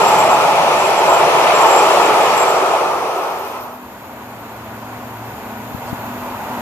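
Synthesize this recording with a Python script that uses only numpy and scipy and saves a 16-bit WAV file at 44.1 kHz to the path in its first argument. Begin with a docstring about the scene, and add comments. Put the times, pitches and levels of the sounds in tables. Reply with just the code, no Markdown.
"""Coaches roll past a platform from the left: noise shaped by rail and wheel modes roars and wavers.
A flange squeals in bursts of ringing noise; a faint scrape glides up, then a wheel clanks on a rail joint.
The train fades as a quiet station dissolves in: a high hiss with spurts, and a diesel nearing from the right,
made of swelling noise and wavering firing tones. A bird drops two short notes; late on come wind pops on
the microphone ports, a dull tap and a brief treble rustle."""
import sys
import numpy as np
from scipy import signal
from scipy.fft import rfft, irfft, next_fast_len
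from scipy.io import wavfile
from scipy.ndimage import uniform_filter1d, map_coordinates

SR = 44100
rng = np.random.default_rng(int(sys.argv[2]) if len(sys.argv) > 2 else 0)


def wrap_up_sound(samples):
    """Save the sound to the file named by the first command line argument, as 16-bit audio."""
    columns = np.atleast_2d(samples).T
    # keep every value between -1 and 1, then stretch to whole-number steps
    tamed = np.clip(columns, -1, 1)
    steps = np.round(tamed * 32767).astype(np.int16)
    wavfile.write(sys.argv[1], SR, steps)


N = 291501
TIME_S = np.arange(N) / SR
LEFT_RIGHT = np.array([[1], [-1]])  # a positive pan in dB lifts the left and lowers the right


def amp(db):
    """dB to gain."""
    return 10 ** (np.asarray(db) / 20)


def unit(x):
    """Scaled to rms 1."""
    return x / np.sqrt(np.mean(x ** 2) + 1e-20)


def along(points, hz):
    """Values between (Hz, value) points, read on a log frequency axis."""
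    point_hz, values = np.transpose(points)
    return np.interp(np.log(hz + 1), np.log(point_hz + 1), values)


def curves(rows):
    """One value per sample for each column after the time."""
    seconds, *columns = np.transpose(rows)
    return [np.interp(TIME_S, seconds, column) for column in columns]


def ramp(span):
    """0 before the span in seconds, 1 after it."""
    return np.interp(TIME_S, span, [0, 1])


def wobble(rate):
    """A smooth random curve, rate knots a second."""
    knots = rng.standard_normal(int(N * rate / SR) + 4)
    return map_coordinates(knots, [np.arange(N) * rate / SR])


def filtered(x, response):
    """x times a complex response of frequency."""
    size = next_fast_len(N + 8192)
    spectrum = rfft(x, size) * response(np.fft.rfftfreq(size, 1 / SR))
    return irfft(spectrum, size)[..., :N]


def ports(pair, lag):
    """The left port hears the treble lag seconds after the right; the bass reaches both nearly in step."""
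    def response(hz):
        turn = np.pi * hz * lag / (1 + (1000 / (hz + 1)) ** 3)
        return np.exp(-1j * turn * LEFT_RIGHT)
    return filtered(pair, response)


def rush(gain, alike, patchy_db):
    """Stereo noise of rms 1 with time-frequency patches of random gain; alike sets left-right likeness."""
    grains = signal.stft(rng.standard_normal((2, N)), nperseg=512)[2]
    field = uniform_filter1d(rng.standard_normal(grains.shape[1:]), size=5, axis=0)
    field = uniform_filter1d(field, size=8, axis=1)
    pair = signal.istft(grains * amp(patchy_db * unit(field)), nperseg=512)[1][:, :N]

    def mid_side(hz):
        turn = np.arccos(np.clip(along(alike, hz), -1, 1)) / 2
        return gain(hz) * np.array([np.cos(turn), np.sin(turn)])
    mid, side = filtered(pair, mid_side)
    return unit(np.array([mid + side, mid - side]))


def resonant(spectrum, modes, part):
    """Gain of one part of a spectrum, lifted at each mode; neighbouring parts share their edge."""
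    low_hz, high_hz = part

    def gain(hz):
        lift = sum(db / (1 + (2 * (hz - centre) / width) ** 2) for centre, width, db in modes)
        share = 1 / (1 + (low_hz / (hz + 1)) ** 12) / (1 + (hz / high_hz) ** 12)
        return amp(along(spectrum, hz) + lift) * np.sqrt(share)
    return gain


def slow_band(pair, width_hz, carrier):
    """Two slow noises on a complex carrier make a narrow band of rms 1 around its pitch."""
    slow = filtered(pair, lambda hz: 1 / (1 + (hz / width_hz) ** 2))
    return unit(np.real((slow[0] + 1j * slow[1]) * carrier))


def tone(hz, waver_hz, waver_db):
    """A sine of rms near 1 whose pitch and strength drift."""
    strength = np.sqrt(2) * amp(waver_db * wobble(8.3))
    return strength * np.sin(2 * np.pi * np.cumsum(hz + waver_hz * wobble(12)) / SR)


# Level of the high hiss: time_s, level_db
SIZZLE_LEVEL = [(2.7, -52), (3.15, -44), (3.9, -46.5), (4.9, -45.5), (6.1, -40.5), (6.61, -41)]
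# Colour of the steady hiss: pitch_hz, density_db (per Hz)
SIZZLE_COLOUR = [(9000, -30), (11000, -12), (11700, -6), (12300, -9), (12800, -2.5), (13300, -2),
                 (13750, 0), (14300, -1), (14600, -80)]
# Spurts of hiss: start_s, length_s, level_db
SPURTS = [(3.3, .06, -44), (3.385, .05, -40.5), (3.445, .09, -40.5), (3.6, .02, -41), (3.62, .045, -39),
          (3.73, .05, -44)]
# Colour of the spurts: pitch_hz, density_db (per Hz)
SPURT_COLOUR = [(10000, -30), (12300, -14), (12700, 0), (14300, 0), (14600, -80)]


def sizzle():
    """A steady hiss at the top of the range, stronger on the right, with quick spurts that die away."""
    hiss, spit = (rush(lambda hz: amp(along(colour, hz)), [(13000, .35)], patchy_db=.9)
                  for colour in (SIZZLE_COLOUR, SPURT_COLOUR))
    spurts = sum(amp(db) * (TIME_S > s) * np.exp(-((TIME_S - s) / length) ** 4) for s, length, db in SPURTS)
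    flicker_db = .8 * wobble(80)
    return (amp(curves(SIZZLE_LEVEL)[0]) * hiss + spurts * spit) * amp(flicker_db - 1.6 * LEFT_RIGHT)


# A brief broad rustle: centre_s, half_length_s, level_db
RUSTLE = (5.89, 0.033, -43)


def scuff():
    """A short swell of treble noise."""
    s, half_length, db = RUSTLE
    swell = amp(db) * np.exp(-((TIME_S - s) / half_length) ** 2)
    colour = [(1500, -30), (3000, 2), (9500, -6), (11000, -30)]  # pitch_hz, density_db
    return swell * rush(lambda hz: amp(along(colour, hz)), [(5000, .3)], patchy_db=4)


# Wind on a port: centre_s, level_db, port (1 left, -1 right), overshoot_rad
WIND_POPS = [(5.721, -23, -1, .3), (5.75, -11.5, 1, 0.29), (5.858, -24, 1, 0.33), (5.9312, -9, 1, 0.69)]


def wind_pops():
    """An eddy pulls one membrane back and lets it overshoot."""
    out = np.zeros((2, N))
    half = SR // 100
    t = np.arange(-half, half) / SR
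    for s, db, port, overshoot in WIND_POPS:
        push = -np.cos(2 * np.pi * 200 * t + overshoot) * np.exp(-(t / 0.0024) ** 2)
        reach = np.array([[1], [.08]])[::int(np.sign(port))]  # the other port feels little of it
        out[:, round(s * SR) - half:][:, :len(t)] += amp(db) * push * reach
    return out


# Falling notes: start_s, length_s, from_hz, to_hz, level_db
BIRD_NOTES = [(4.315, .04, 2750, 2300, -46), (4.375, .04, 2550, 2450, -48)]


def bird():
    """Short falling whistles, each swelling and fading as half a sine."""
    out, t = np.zeros(N), np.arange(SR // 10) / SR
    for s, length, from_hz, to_hz, db in BIRD_NOTES:
        u = np.clip(t / length, 0, 1)
        whistle = np.sin(2 * np.pi * np.cumsum(from_hz + (to_hz - from_hz) * u) / SR)
        out[round(s * SR):][:len(t)] += amp(db) * np.sin(np.pi * u) * whistle
    return out


# A dull knock: start_s, level_db (before a 7 dB trim), pitch_hz (of the strongest partial)
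DULL_TAP = (5.879, -13, 956)


def tap():
    """Four close partials start softly together and die by 60 dB in 52 ms."""
    out, t = np.zeros(N), np.arange(SR // 10) / SR
    s, db, hz = DULL_TAP
    partials = ((.7, .6), (.88, .7), (1, 1.5), (1.1, .5))  # pitch ratio, size
    ring = sum(np.sin(2 * np.pi * hz * ratio * t) * size for ratio, size in partials)
    out[round(s * SR):][:len(t)] += amp(db - 7.0 - 60 * t / 0.052) * ring * (1 - np.exp(-t / .0015))
    return out


# A wheel strikes a rail joint: start_s, level_db, pitch_hz, t60_s
JOINT_BLOW = (2.322, -12, 1300, .15)


def clank():
    """One blow rings the rail web."""
    s, db, hz, t60 = JOINT_BLOW
    t = np.clip(TIME_S - s, 0, None)
    return amp(db - 60 * t / t60) * np.sin(2 * np.pi * hz * t) * (1 - np.exp(-t / 0.0028))


# A faint rising scrape: start_s, length_s, from_hz, to_hz, level_db (at the start of the fade)
RISING_SCRAPE = (1.16, .17, 8600, 9800, -40)


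def scrape():
    """A narrow band of friction noise that glides upward and loses 5 dB on top of its swell."""
    s, length, from_hz, to_hz, db = RISING_SCRAPE
    u = np.clip((TIME_S - s) / length, 0, 1)
    carrier = np.exp(2j * np.pi * np.cumsum(from_hz + (to_hz - from_hz) * u) / SR)
    swell = amp(db - 5 * u) * np.sqrt(np.sin(np.pi * u).clip(0))
    return swell * slow_band(rng.standard_normal((2, 2, N)), 150, carrier)


# Roar of the nearing locomotive: time_s, level_db
APPROACH_ROAR = [(3.5, -41), (3.9, -36.5), (4.2, -35.5), (4.9, -33), (5.22, -33), (5.32, -31.5),
                 (5.75, -32), (5.92, -30), (6.45, -28.5), (6.61, -26.5)]
APPROACH_REF_DB = -33  # the roar level at which the layer offsets hold


def approach(offset_db, swing):
    """Level in dB of a layer that grows as the locomotive nears."""
    return APPROACH_REF_DB + offset_db + swing * (curves(APPROACH_ROAR)[0] - APPROACH_REF_DB)


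def singing_rail(hz, db, width_hz):
    """A narrow band of noise around the rail's strongest mode."""
    return amp(db) * slow_band(rng.standard_normal((2, N)), width_hz, np.exp(2j * np.pi * hz * TIME_S))


def rail_under_locomotive():
    """The rail sings 12 dB under the reference roar and grows 2.2 times as fast in dB as the roar."""
    return singing_rail(934, approach(-12, swing=2.2), width_hz=87)


# Colour of the locomotive noise: pitch_hz, density_db (per Hz)
NEARING_COLOUR = [(15, -57), (30, -31), (100, -12), (160, -17.5), (300, -16), (550, -9.5), (750, -6.5),
                  (1000, -9.5), (1400, -12.5), (2000, -12), (2700, -16.5), (3500, -20), (5500, -25.5),
                  (9500, -30.5), (13000, -31)]
# Rumble, roar and mid hiss: low_hz, high_hz
NEARING_BANDS = [(0, 400), (400, 1500), (1500, 11500)]
# The same three layers: offset_db (against the roar), swing (against the roar's)
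NEARING_LAYERS = [(-6.5, 0.79), (0, 0.94), (-8, 0.86)]
# Stereo width: pitch_hz, likeness (left to right, 1 is the same)
NEARING_LIKENESS = [(40, .8), (170, .98), (690, .92), (1030, .83), (1400, .55), (2000, .3), (6000, .22),
                    (12000, .35)]
# Resonances of the locomotive: pitch_hz, width_hz, lift_db
BODY_MODES = [(960, 150, 3), (1463, 25, 7), (2600, 500, 3), (6830, 420, 9)]
# The low hum wavers: time_s, level_db
LOW_HUM = [(3.5, -64), (4.15, -55), (4.27, -46), (4.95, -42), (5.25, -37), (5.4, -47), (5.7, -41.5),
           (6.15, -40), (6.38, -54), (6.61, -41)]
# The upper hum wavers: time_s, level_db
FIRING_HUM = [(3.4, -50.5), (3.83, -39), (4.03, -51), (4.12, -42), (4.5, -47), (5, -38.5), (5.28, -45),
              (5.42, -41.5), (5.65, -37), (5.8, -43), (5.92, -32), (6.01, -45), (6.1, -32.5), (6.35, -36),
              (6.43, -52), (6.52, -30.5), (6.61, -33)]
# Weaker hums: pitch_hz, level_db (against the rumble)
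WEAK_HUMS = [(101, -29), (128, -33.5), (203, -11), (218, -7), (292, -10.5)]
LOW_HZ, FIRING_HZ = 114, 245.7


def diesel():
    """Broad engine and track noise with the strong firing orders as wavering tones."""
    levels = [approach(*row) for row in NEARING_LAYERS]
    patchy_db, pan_db = [.5, .7, .9], [.15, .45, .2]
    sound = 0
    for db, band, patch, pan in zip(levels, NEARING_BANDS, patchy_db, pan_db):
        noise = rush(resonant(NEARING_COLOUR, BODY_MODES, band), NEARING_LIKENESS, patch)
        sound = sound + amp(db + pan * LEFT_RIGHT) * noise
    for hz, rows in ((LOW_HZ, LOW_HUM), (FIRING_HZ, FIRING_HUM)):
        sound = sound + amp(curves(rows)[0]) * tone(hz, waver_hz=1.15, waver_db=.6)
    for hz, db in WEAK_HUMS:
        sound = sound + amp(levels[0] + db) * tone(hz, waver_hz=2.68, waver_db=3.0)
    return sound


# Rail song under the coaches: time_s, level_db
COACH_RAIL_LEVEL = [(0, -15), (.5, -18.5), (.9, -29), (1.12, -17), (1.4, -31), (1.65, -19.5), (2.05, -19),
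                    (2.7, -36), (3.5, -34)]


def rail_under_coaches():
    """The rail's strongest mode swells and sinks under the coaches, then fades out."""
    return singing_rail(864.7, curves(COACH_RAIL_LEVEL)[0], width_hz=49) * (1 - ramp((3.4, 3.6)))


# Wheel modes of the squeal: pitch_hz, width_hz, level_db
FLANGE_MODES = [(7400, 45, 0), (7465, 80, -1), (7570, 260, -8), (12745, 140, -9.5)]
# Flange on rail: full_s (onset complete), hold_s, level_db
SQUEAL_BURSTS = [(0.018, .04, -33), (0.087, 0.046, -30), (0.194, .06, -33), (0.3, 0.034, -34.5),
                 (0.418, .03, -45), (.49, .03, -44), (0.743, .04, -52), (0.795, .04, -43), (.86, .04, -38),
                 (.96, .04, -42), (1.047, 0.093, -34), (1.18, 0.032, -36.5), (1.357, .08, -44),
                 (1.552, 0.087, -34), (1.666, 0.064, -28.5), (1.773, 0.11, -36), (1.904, 0.064, -36),
                 (2.016, 0.061, -43), (2.215, 0.043, -35), (2.3, 0.039, -39), (2.376, 0.048, -33.5),
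                 (2.488, 0.035, -33), (2.58, .05, -43.5), (2.646, 0.023, -38)]
BITE_S, RELEASE_S, GRAZE_DB = .018, .026, -51  # onset, dying away, the faint rub between bursts


def flange():
    """Stick and slip of a flange rings a few lightly damped wheel modes in bursts."""
    def modes(hz):
        power = sum(amp(2 * db) / (1 + (2 * (hz - centre) / width) ** 4) for centre, width, db in FLANGE_MODES)
        return np.sqrt(power)
    bursts = 0
    for s, hold, db in SQUEAL_BURSTS:
        bite = np.clip((TIME_S - s) / BITE_S + 1, 0, 1)
        release = np.exp(-np.clip(TIME_S - s - hold, 0, None) / RELEASE_S)
        bursts = bursts + amp(db) * bite * release
    slips = (bursts + amp(GRAZE_DB)) * amp(2.8 * wobble(90) + 1.5 * wobble(20))
    ringing = rush(modes, [(7400, 0.67)], patchy_db=2.5)
    return slips * ringing * amp(-.7 * LEFT_RIGHT) * (1 - ramp((2.8, 2.95)))


# Colour of the rolling noise: pitch_hz, density_db (per Hz)
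ROLLING_COLOUR = [(15, -66), (25, -31), (87, -26.5), (148, -15.5), (252, -18), (385, -10.5), (853, -9.5),
                  (1300, -11.5), (1610, -21), (2460, -17), (3970, -26), (6750, -30), (7510, -35.5),
                  (8130, -33.5), (14200, -39)]
# Underframe rumble, sleeper boom, rail roar, rail web, wheel ring, contact hiss: low_hz, high_hz
ROLLING_BANDS = [(0, 330), (330, 560), (560, 1080), (1080, 1500), (1500, 4000), (4000, 30000)]
# The same six layers: level_db (against the roar), treble_share, rumble_share, boom_share, waver_db (random)
ROLLING_LAYERS = [(-18.5, 0.099, 0.96, 0, 1), (-7.5, 0.031, 0, 0.86, 1), (0, 0.2, 0, 0, 0.98),
                  (-6.5, -0.14, 0, 0.17, -1.5), (-8.5, 1, 0.039, 0, 0.26), (-14.5, 0.68, 0.022, 0, .5)]
# Stereo width: pitch_hz, likeness (left to right, 1 is the same)
ROLLING_LIKENESS = [(40, .75), (80, .88), (170, .94), (345, .92), (690, .84), (1030, .72), (1400, .52),
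                    (1750, .35), (2600, .24), (3500, .42), (6700, .1), (14000, .17)]
# Track and wheel modes: pitch_hz, width_hz, lift_db
RAIL_MODES = [(390, 70, 2), (660, 60, 3), (865, 130, 2), (1290, 150, 3), (1750, 60, 4), (2520, 260, 2),
              (5670, 75, 6), (11200, 270, 3)]
# The rake goes by: time_s, roar_db, then tilts that each layer takes by its shares: treble_db, rumble_db, boom_db
RAKE_PASSING = [(0, -14, 2, 2, 1.5), (.35, -12, -2.5, -0.5, -3.5), (.65, -16, 2.5, 3.5, -1.5),
                (.9, -14.5, 1, -4.5, 0.5), (1.2, -14, 0.5, 1.5, 1.5), (1.5, -14, 3, -1.5, -1),
                (1.75, -11.5, -0.5, -5.5, 2.5), (2.05, -13.5, 1, 0.5, 1), (2.3, -14.5, 1.5, -0.5, 0),
                (2.65, -14.5, -2.5, -7, 0), (3, -20, -3, 1, 1.5), (3.25, -21.5, -2.5, -5, 0),
                (3.4, -24, -3.5, -7, -1), (3.55, -27, -1.5, -12, 0), (3.7, -33, -5.5, -8, -6)]
WAVER_KNOTS_PER_S = 7.19


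def coaches():
    """Rough wheels on rough rails drive the modes of both; each part's level also wavers at random."""
    roar_db, treble_db, rumble_db, boom_db = curves(RAKE_PASSING)
    patchy_db, pan_db = [.5, .8, .9, .9, .9, 1], [0, 0, 0, 0, .6, 0.6]
    sound = 0
    for layer, band, patch, pan in zip(ROLLING_LAYERS, ROLLING_BANDS, patchy_db, pan_db):
        db, bright, deep, full, waver_db = layer
        tilt_db = bright * treble_db + deep * rumble_db + full * boom_db
        level_db = roar_db + db + tilt_db + waver_db * wobble(WAVER_KNOTS_PER_S)
        noise = rush(resonant(ROLLING_COLOUR, RAIL_MODES, band), ROLLING_LIKENESS, patch)
        sound = sound + amp(level_db + pan * LEFT_RIGHT) * noise
    return sound * (1 - ramp((3.7, 3.82)))


def scene():
    """Train from the left, then the station with its sources on the right."""
    port_lag = 0.00011  # s between the two ports for treble from the side
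    train = coaches() + rail_under_coaches() + flange() + scrape() + clank()
    nearing = diesel() + rail_under_locomotive() + tap() + bird()
    station = nearing * ramp((2.85, 3.37)) + sizzle() * ramp((2.5, 2.8)) + scuff()
    return ports(train, -port_lag) + ports(station, port_lag) + wind_pops()


def record(dry):
    """The loudest crests flatten at full scale; nothing is kept from 14200 Hz up."""
    clipped = dry / (1 + np.abs(dry) ** 12) ** (1 / 12)
    return filtered(clipped, lambda hz: hz < 14200)


dry = scene()
out = record(dry)
wrap_up_sound(out)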